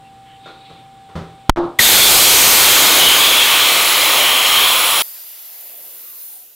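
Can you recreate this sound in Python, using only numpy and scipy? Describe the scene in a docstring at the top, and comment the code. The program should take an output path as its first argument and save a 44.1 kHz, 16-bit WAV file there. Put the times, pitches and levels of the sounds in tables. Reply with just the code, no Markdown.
"""A scooter tyre is filled with a blow gun. First, over a faint hum and soft air noise, the tyre's edge
(the bead) creeps up the rim with rubs and knocks. At 1.5 s it pops onto its seat so hard that the
microphone overloads for a moment while the tyre rings. From 1.8 s air blasts through the open valve,
half whistling and overloading the input. At 5 s the blast is shut off at once, and a thin leak
hisses on until its gap closes."""
import sys
import numpy as np
from scipy import signal
from scipy.fft import rfft, irfft, next_fast_len
from scipy.io import wavfile
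from scipy.ndimage import uniform_filter1d, map_coordinates

SR = 44100
rng = np.random.default_rng(int(sys.argv[2]) if len(sys.argv) > 2 else 0)


def wav_record(signal):
    """Record a signal, one row per channel, as 16-bit PCM in the file named by sys.argv[1]."""
    frames = np.transpose(np.atleast_2d(signal))
    bounded = np.clip(frames, -1, 1)
    # unit amplitude maps onto the largest positive 16-bit level
    quanta = np.round(bounded * 32767).astype(np.int16)
    wavfile.write(sys.argv[1], SR, quanta)


N = 288855

POP_S, OPEN_S, SHUT_S = 1.4946, 1.7903, 5.0222  # the bead pops, the valve opens, the valve shuts
# The resonances of the valve stem. Each row: pitch in Hz, width in Hz, boost in dB while the jet
# is wide, boost in dB once it is narrow.
STEM = [(1130, 470, 0.5, 3), (2250, 470, 4, 3), (3200, 370, 2, 1), (4160, 480, 4.5, 3), (4970, 230, 1.5, 6),
        (5500, 230, -2, 4), (6180, 270, 1.5, -5), (6700, 350, 2.5, 2), (8100, 400, 4, 0.5),
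        (10990, 950, -0.5, 6), (12530, 900, 2, 1), (13800, 700, 0.5, 3)]


def amp(db):
    """Turn decibels into a gain."""
    return 10 ** (np.asarray(db) / 20)


def unit(x):
    """Scale x to an average (rms) level of 1."""
    return x / np.sqrt(np.mean(x ** 2) + 1e-20)


def clock():
    """The time of every sample, in seconds."""
    return np.arange(N) / SR


def since(s):
    """Seconds gone by after time s, zero before it."""
    return np.maximum(clock() - s, 0)


def turned(s, width_s):
    """A smooth change from 0 to 1, half done at time s."""
    return (1 + np.tanh((clock() - s) / width_s / 2)) / 2


def swell(middle_s, length_s):
    """A bell-shaped rise and fall, about 4 dB down at the ends of its length."""
    return np.exp(-2 * ((clock() - middle_s) / length_s) ** 2)


def fade(t, t60, attack):
    """A quick rise, then a fall of 60 dB every t60 seconds."""
    return np.exp(-np.log(1000) * t / t60) * (1 - np.exp(-t / attack))


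def glide(s, hz, octaves_per_s):
    """A pitch that passes through hz at time s and slides steadily for a second either side."""
    return hz * 2 ** (octaves_per_s * np.clip(clock() - s, -1, 1))


def wobble(rate):
    """A smooth curve through `rate` random values a second."""
    return map_coordinates(rng.standard_normal(int(N * rate / SR) + 4), [clock() * rate])


def along(spectrum, hz):
    """The level in dB at hz, read between a spectrum's rows on a musical (log) scale."""
    row_hz, row_db = np.transpose(spectrum)
    return np.interp(np.log(hz + 1), np.log(row_hz + 1), row_db)


def filtered(x, response):
    """Scale each frequency in x by the gain response(hz)."""
    size = next_fast_len(N + SR // 4)
    return irfft(rfft(x, size) * response(np.fft.rfftfreq(size, 1 / SR)), size)[..., :N]


def noise(response):
    """Filtered noise at level 1."""
    return unit(filtered(rng.standard_normal(N), response))


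def coloured(spectrum):
    """Noise at level 1, shaped by rows of frequency in Hz and relative level in dB."""
    return noise(lambda hz: amp(along(spectrum, hz)))


def breathy(pitch_hz, width_hz):
    """A band of noise at level 1 around a steady or moving pitch; narrower sounds more like a tone."""
    phase = 2 * np.pi * np.cumsum(np.full(N, pitch_hz)) / SR
    a, b = filtered(rng.standard_normal((2, N)), lambda hz: 1 / (1 + (hz / width_hz) ** 2) ** 2)
    return unit(a * np.cos(phase) + b * np.sin(phase))


def ring(modes, t):
    """The dying tones of a struck body."""
    return sum(amp(db) * fade(t, t60, attack=0.0025) * np.sin(2 * np.pi * hz * t)
               for hz, db, t60 in modes)


def air_tones(rows, flicker_db):
    """Breathy tones that swell, slide and fade, flickering many times a second."""
    return sum(amp(db + flicker_db * wobble(55)) * swell(s, length) * breathy(glide(s, hz, slide), width)
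               for s, length, hz, slide, db, width in rows)


def nearby(x, echo_db):
    """Rim, floor and arms send back ten weak, quick echoes, which colour the hiss."""
    delays_s = rng.uniform(.001, .014, 10)
    return x + amp(echo_db) * sum(np.roll(x, round(s * SR)) for s in delays_s)


def drifting(x, patchy_db):
    """The jet's colour shifts in slow patches as the hands move."""
    spectra = signal.stft(x, nperseg=512)[2]
    patches = uniform_filter1d(rng.standard_normal(spectra.shape), size=5, axis=0)  # across pitch
    patches = uniform_filter1d(patches, size=45, axis=1)  # across time
    return signal.istft(spectra * amp(patchy_db * unit(patches)), nperseg=512)[1][:N]


def rubbing():
    """Each creep of the bead swells two broad rubber resonances, with a squeak on the upper one."""
    # Each row: middle in seconds, length in seconds, pitch in Hz, rub level in dB, squeak level in dB.
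    rubs = [(0.06, 0.037, 2740, -58, -55.5), (0.322, .09, 3000, -50, -54), (0.484, .11, 3660, -46.5, -52),
            (0.657, .16, 3780, -48, -54), (0.787, 0.11, 3520, -52, -70), (1.296, 0.63, 3415, -58, -75)]
    out = np.zeros(N)
    for s, length, hz, rub_db, squeak_db in rubs:
        grip = amp(rub_db - 3 + 2 * wobble(70))
        rub = breathy(hz, width_hz=910) + amp(-4) * breathy(hz * .66, width_hz=600)
        squeak = amp(squeak_db) * breathy(hz, width_hz=120)
        out += swell(s, length) * (grip * rub + squeak)
    return out


def filling():
    """A steady whine and hum, air entering the tyre and rubbing rubber, heard until the blast."""
    # The whine and the hum. Each row: pitch in Hz, level in dB.
    hum_tones = [(779, -44), (120, -58)]
    # The entering air. Each row: frequency in Hz, relative level in dB.
    air_spectrum = [(25, -15.5), (45, -7.5), (120, -0.5), (250, -7.5), (600, -14), (1200, -15), (2000, -21),
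                    (3700, -18), (4600, -26), (6500, -33), (7500, -26.5), (8700, -27), (10500, -36.5),
                    (16000, -39.5)]
    hum = sum(amp(db + .3 * wobble(6)) * np.sqrt(2) * np.sin(2 * np.pi * hz * clock())
              for hz, db in hum_tones)
    tyre = nearby(rubbing() + amp(-49.5) * coloured(air_spectrum), echo_db=-19.5)
    return (hum + tyre) * (clock() < OPEN_S)


def slips():
    """Each slip of the bead scuffs the rim, thumps the slack tyre and rings the wheel."""
    # Each row: start in seconds, then the relative levels of scuff, thump and rim in dB.
    knocks = [(0.458, -30, -56, -39), (0.698, -36, -42, -55), (1.089, -38.5, -46, -52),
              (1.153, -21.5, -21.5, -49.5)]
    # Scuffing rubber. Each row: frequency in Hz, relative level in dB.
    scuff_spectrum = [(120, -35), (200, -9), (397, 2), (427, 1.5), (708, -5), (775, -6), (864, -6),
                      (1200, -5), (2460, -20.5), (3730, -19.5), (15000, -47)]
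    # The slack tyre's tones. Each row: pitch in Hz, relative level in dB, seconds to fade by 60 dB.
    slack_tyre = [(86, -5, .36), (165, -3, .48), (255, -23, .22)]
    out = np.zeros(N)
    for s, scuff_db, thump_db, rim_db in knocks:
        t = since(s)
        scuff = amp(scuff_db - 6.5) * coloured(scuff_spectrum) * fade(t, t60=0.5, attack=.0015)
        rim = amp(rim_db) * breathy(1410, width_hz=61) * fade(t, t60=.4, attack=.0015)
        thud = amp(-5) * breathy(130, width_hz=97) * fade(t, t60=0.39, attack=.0015)
        out += scuff + rim + amp(thump_db) * (thud + ring(slack_tyre, t))
    return out


def leak():
    """Air squeezes past the stopped valve with a wide hiss; its tones sink as the gap closes."""
    # The leak's body, its treble and the hiss that spreads between the ears.
    # Each row: frequency in Hz, relative level in dB.
    rush_spectrum = [(60, -19), (200, -22), (400, -9), (900, -7.5), (2000, -4.5), (2800, -2), (4000, -2),
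                     (6000, -2), (7300, -0.5), (8300, -9.5), (10000, -31)]
    sizzle_spectrum = [(7000, -40), (8700, -31), (9300, -9.5), (11000, -3.5), (13300, 2), (14300, 4),
                       (15200, -3.5), (16000, -4.5)]
    side_hiss_spectrum = [(100, -47), (500, -18), (2000, -25), (5000, -13.5), (7000, -11), (8200, 0),
                          (9500, 0), (12000, -1), (13000, -17), (15000, -25)]
    # The gap's tones. Each row: middle in seconds, length in seconds, pitch in Hz,
    # slide in octaves a second, level in dB, width in Hz.
    gap_tones = [(5.06, .45, 4800, 0, -50.5, 470), (5.05, .5, 700, 0.064, -61.5, 420),
                 (5.78, .5, 610, -.9, -55, 400), (6.12, .25, 1157, -1.8, -62, 120),
                 (6.37, 0.13, 780, -2, -60, 120), (6.4, .4, 431, 0, -66.5, 310)]
    age = since(SHUT_S)
    surplus_db = 5.5 * np.exp(-age / 0.12)  # the leak starts stronger and settles
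    closing_db = 33 * since(6.24)  # then the gap closes
    rush_db = -46.5 + .4 * surplus_db - 2.3 * age - 0.64 * closing_db
    sizzle_db = -36 + surplus_db - closing_db
    rush = amp(rush_db + 0.55 * wobble(25)) * coloured(rush_spectrum)
    sizzle = amp(sizzle_db + .6 * wobble(40)) * coloured(sizzle_spectrum)
    whistle_s = 6.29  # one last high whistle
    whistle_gain = amp(-41) * swell(whistle_s, length_s=0.18)
    whistle_hz = glide(whistle_s, hz=14550, octaves_per_s=-.6)
    whistle = whistle_gain * amp(1.5 * wobble(55)) * breathy(whistle_hz, width_hz=660)
    undertone = lambda: whistle_gain * breathy(whistle_hz * .655, width_hz=480)
    centre = nearby(drifting(rush + sizzle, patchy_db=1.5) + whistle, echo_db=-21.5)
    centre += air_tones(gap_tones, flicker_db=1) + amp(-7) * undertone()
    side = amp(sizzle_db - 4.5) * coloured(side_hiss_spectrum) + amp(4) * undertone()
    return np.array([centre + side, centre - side]) * (clock() > SHUT_S)


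def pop():
    """The bead snaps home: a pressure front, a crack, a long suction, and tyre and garage ringing."""
    # The taut tyre's tones. Each row: pitch in Hz, relative level in dB, seconds to fade by 60 dB.
    taut_tyre = [(268.4, -20.5, 0.17), (344.5, 6, 0.28), (680, -30, .3), (840, -23, 0.35),
                 (1030, -17.5, 0.28), (1048, -20, 0.2), (1260, -21.5, 0.24), (1620, -19.5, 0.2)]
    # The garage's boom. Each row: frequency in Hz, relative level in dB.
    boom_spectrum = [(35, -47), (60, -28.5), (302, -13.5), (339, -15), (428, -16.5), (835, -16),
                     (1270, -18), (1790, -40), (2650, -47), (3660, -40.5), (8620, -68.5), (10400, -82.5),
                     (15000, -72.5)]
    t = since(POP_S)
    front = amp(11) * np.exp(-np.abs(clock() - POP_S - .0005) / 0.00047)
    crack = amp(18) * breathy(1000, width_hz=470) * fade(since(POP_S + .00092), t60=.047, attack=.00082)
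    suction = amp(32) * (1 - np.exp(-t / 0.01)) ** 2 * np.exp(-t / 0.023)
    garage = amp(2.5) * coloured(boom_spectrum) * fade(t, t60=0.35, attack=.004)
    return front + crack - suction + amp(9) * ring(taut_tyre, t) + garage


def whistling():
    """Air over the valve's edge always whistles faintly; at times it catches, holds and breaks off."""
    # Each row: start in seconds, length in seconds, pitch in Hz, slide in octaves a second,
    # relative level in dB.
    catches = [(1.79, .17, 3670, -0.49, -12.5), (1.98, 0.093, 3393, .5, -11.5),
               (2.98, 0.16, 3080, -0.042, -10.5), (3.19, 0.25, 3387, -0.085, -12.5),
               (3.45, .23, 3234, -.05, -17.5), (4.15, 0.4, 3070, .05, -17), (4.52, .07, 3125, 0.01, -13),
               (4.59, 0.11, 3324, 0.0087, -14.5)]
    catch_s, release_s = 0.016, 0.044
    out = amp(-21.5) * breathy(3200, width_hz=330)
    for s, length, hz, slide, db in catches:
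        held = (1 - np.exp(-since(s) / catch_s)) * np.exp(-since(s + length) / release_s)
        out += amp(db + 3.5) * held * breathy(glide(s, hz, slide), width_hz=330)
    return out


def jet(narrow, lo_hz, hi_hz):
    """One band of the jet's swirling air, coloured by the stem; narrow runs from 0 (wide) to 1."""
    # The wide jet and the narrow jet. Each row: frequency in Hz, relative level in dB.
    wide_spectrum = [(59, -39), (100, -26.5), (295, -8.5), (471, -4.5), (872, -4.5), (1760, -5),
                     (3470, 1.5), (5530, -4.5), (6700, -5), (9210, -7), (12400, -5), (15000, -7.5),
                     (16000, -16)]
    narrow_spectrum = [(100, -14.5), (250, -15.5), (500, -5), (850, -0.5), (1200, 1.5), (1650, -6.5),
                       (2200, -5.5), (3100, -1.5), (4100, -6), (4700, -13), (6000, -9), (9000, -10),
                       (12500, -12), (16000, -6.5)]
    stem_hz, widths_hz, wide_db, narrow_db = np.transpose(STEM)
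    def response(hz, spectrum, boosts_db):
        stem_db = sum(db * np.exp(-2 * ((hz - pitch) / width) ** 2)
                      for pitch, width, db in zip(stem_hz, widths_hz, boosts_db))
        band_edges = np.sqrt((1 + (lo_hz / (hz + 1)) ** 20) * (1 + (hz / hi_hz) ** 20))
        return amp(along(spectrum, hz) + stem_db) / band_edges
    wide_air = amp(7) * noise(lambda hz: response(hz, wide_spectrum, wide_db))
    narrow_air = amp(4.5) * noise(lambda hz: response(hz, narrow_spectrum, narrow_db))
    return np.sqrt(1 - narrow) * wide_air + np.sqrt(narrow) * narrow_air


def blast():
    """The valve opens with a chirp; the jet starts wide and bright, then narrows onto the stem's tones."""
    # The flow follows how the gun sits on the valve. Each row: time in seconds, level change in dB.
    flow = [(1.8, -2), (1.9, -1.5), (2.55, 0.5), (2.95, 1), (3.5, -0.5), (4.15, 0), (4.42, -2), (4.56, 0.4),
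            (4.92, -1)]
    # The low rumble of buffeting air. Each row: frequency in Hz, relative level in dB.
    buffet_spectrum = [(15, -4.5), (40, -9), (100, -6), (200, -5.5), (400, -32.5), (1000, -88)]
    # The jet's shrill overtones. Each row: middle in seconds, length in seconds, pitch in Hz,
    # slide in octaves a second, level in dB, width in Hz.
    shrills = [(1.87, .3, 12800, -.2, -16, 1105), (2.28, .25, 10900, 0, -23, 1105),
               (4.9, 0.36, 10570, 0, -20, 1600)]
    t = since(OPEN_S)
    flow_db = np.interp(clock(), *np.transpose(flow))
    narrow = turned(3.054, width_s=0.47)
    full = turned(4.72, width_s=.04)  # the tyre is full and the throaty band slackens
    hiss_loss_db = 6 * np.exp(-t / 0.016) + 6 * turned(2.78, width_s=.2)  # builds up, later falls away
    roar = amp(-19.5 + flow_db - 0.3 * narrow) * jet(narrow, lo_hz=210, hi_hz=1670)
    throat = amp(-13 + flow_db - narrow - 2 * full) * jet(narrow, lo_hz=1730, hi_hz=4590)
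    hiss = amp(-9.5 + flow_db - hiss_loss_db) * jet(narrow, lo_hz=4710, hi_hz=18300)
    hollow_hz = glide(4.2, hz=1170, octaves_per_s=.09)  # the tyre's hollow note rises as it fills
    hollow = amp(-24.5) * narrow * breathy(hollow_hz, width_hz=230)
    buffet = amp(-24.5 + flow_db - 20 * narrow + 1.5 * wobble(12)) * coloured(buffet_spectrum)
    chirp_hz = 1800 + 330 * np.exp(-t / 0.0055)
    chirp = amp(2.5) * fade(t, t60=.075, attack=0.0012) * np.sin(2 * np.pi * np.cumsum(chirp_hz) / SR)
    puff = amp(-21) * fade(t, t60=0.33, attack=0.0033) * coloured(buffet_spectrum)
    opening = 1 - np.exp(-since(OPEN_S - .003) / 0.0059)
    shutting = np.clip((SHUT_S - clock()) / .0006, 0, 1)
    air = drifting(roar + throat + hiss, patchy_db=1.1)
    rush = nearby(air + hollow + whistling() + air_tones(shrills, flicker_db=2), echo_db=-25.5)
    return chirp + puff + opening * shutting * (rush + buffet)


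def scene():
    """The wheel is straight ahead; only the leak spreads between the ears."""
    return filling() + slips() + pop() + blast() + leak()


def record(dry):
    """The input flattens peaks, gain control turns loud sound down, and the extreme pitches are cut."""
    coupling_hz, top_hz = 17, 15800
    clipped = np.clip(dry, -.95, .95)
    memory = np.exp(-1 / (0.012 * SR))  # the level is averaged over about 12 ms
    level = signal.lfilter([1 - memory], [1, -memory], np.abs(clipped).mean(axis=0))
    ducked = clipped * np.clip(0.19 / (level + 1e-9), .56, 1)
    # A coupling capacitor lets a held level sag back to zero.
    coupled = signal.sosfilt(signal.butter(2, coupling_hz, "high", fs=SR, output="sos"), ducked)
    return np.clip(filtered(coupled, lambda hz: 1 / (1 + (hz / top_hz) ** 300)), -1, 1)


dry = scene()
out = record(dry)
wav_record(out)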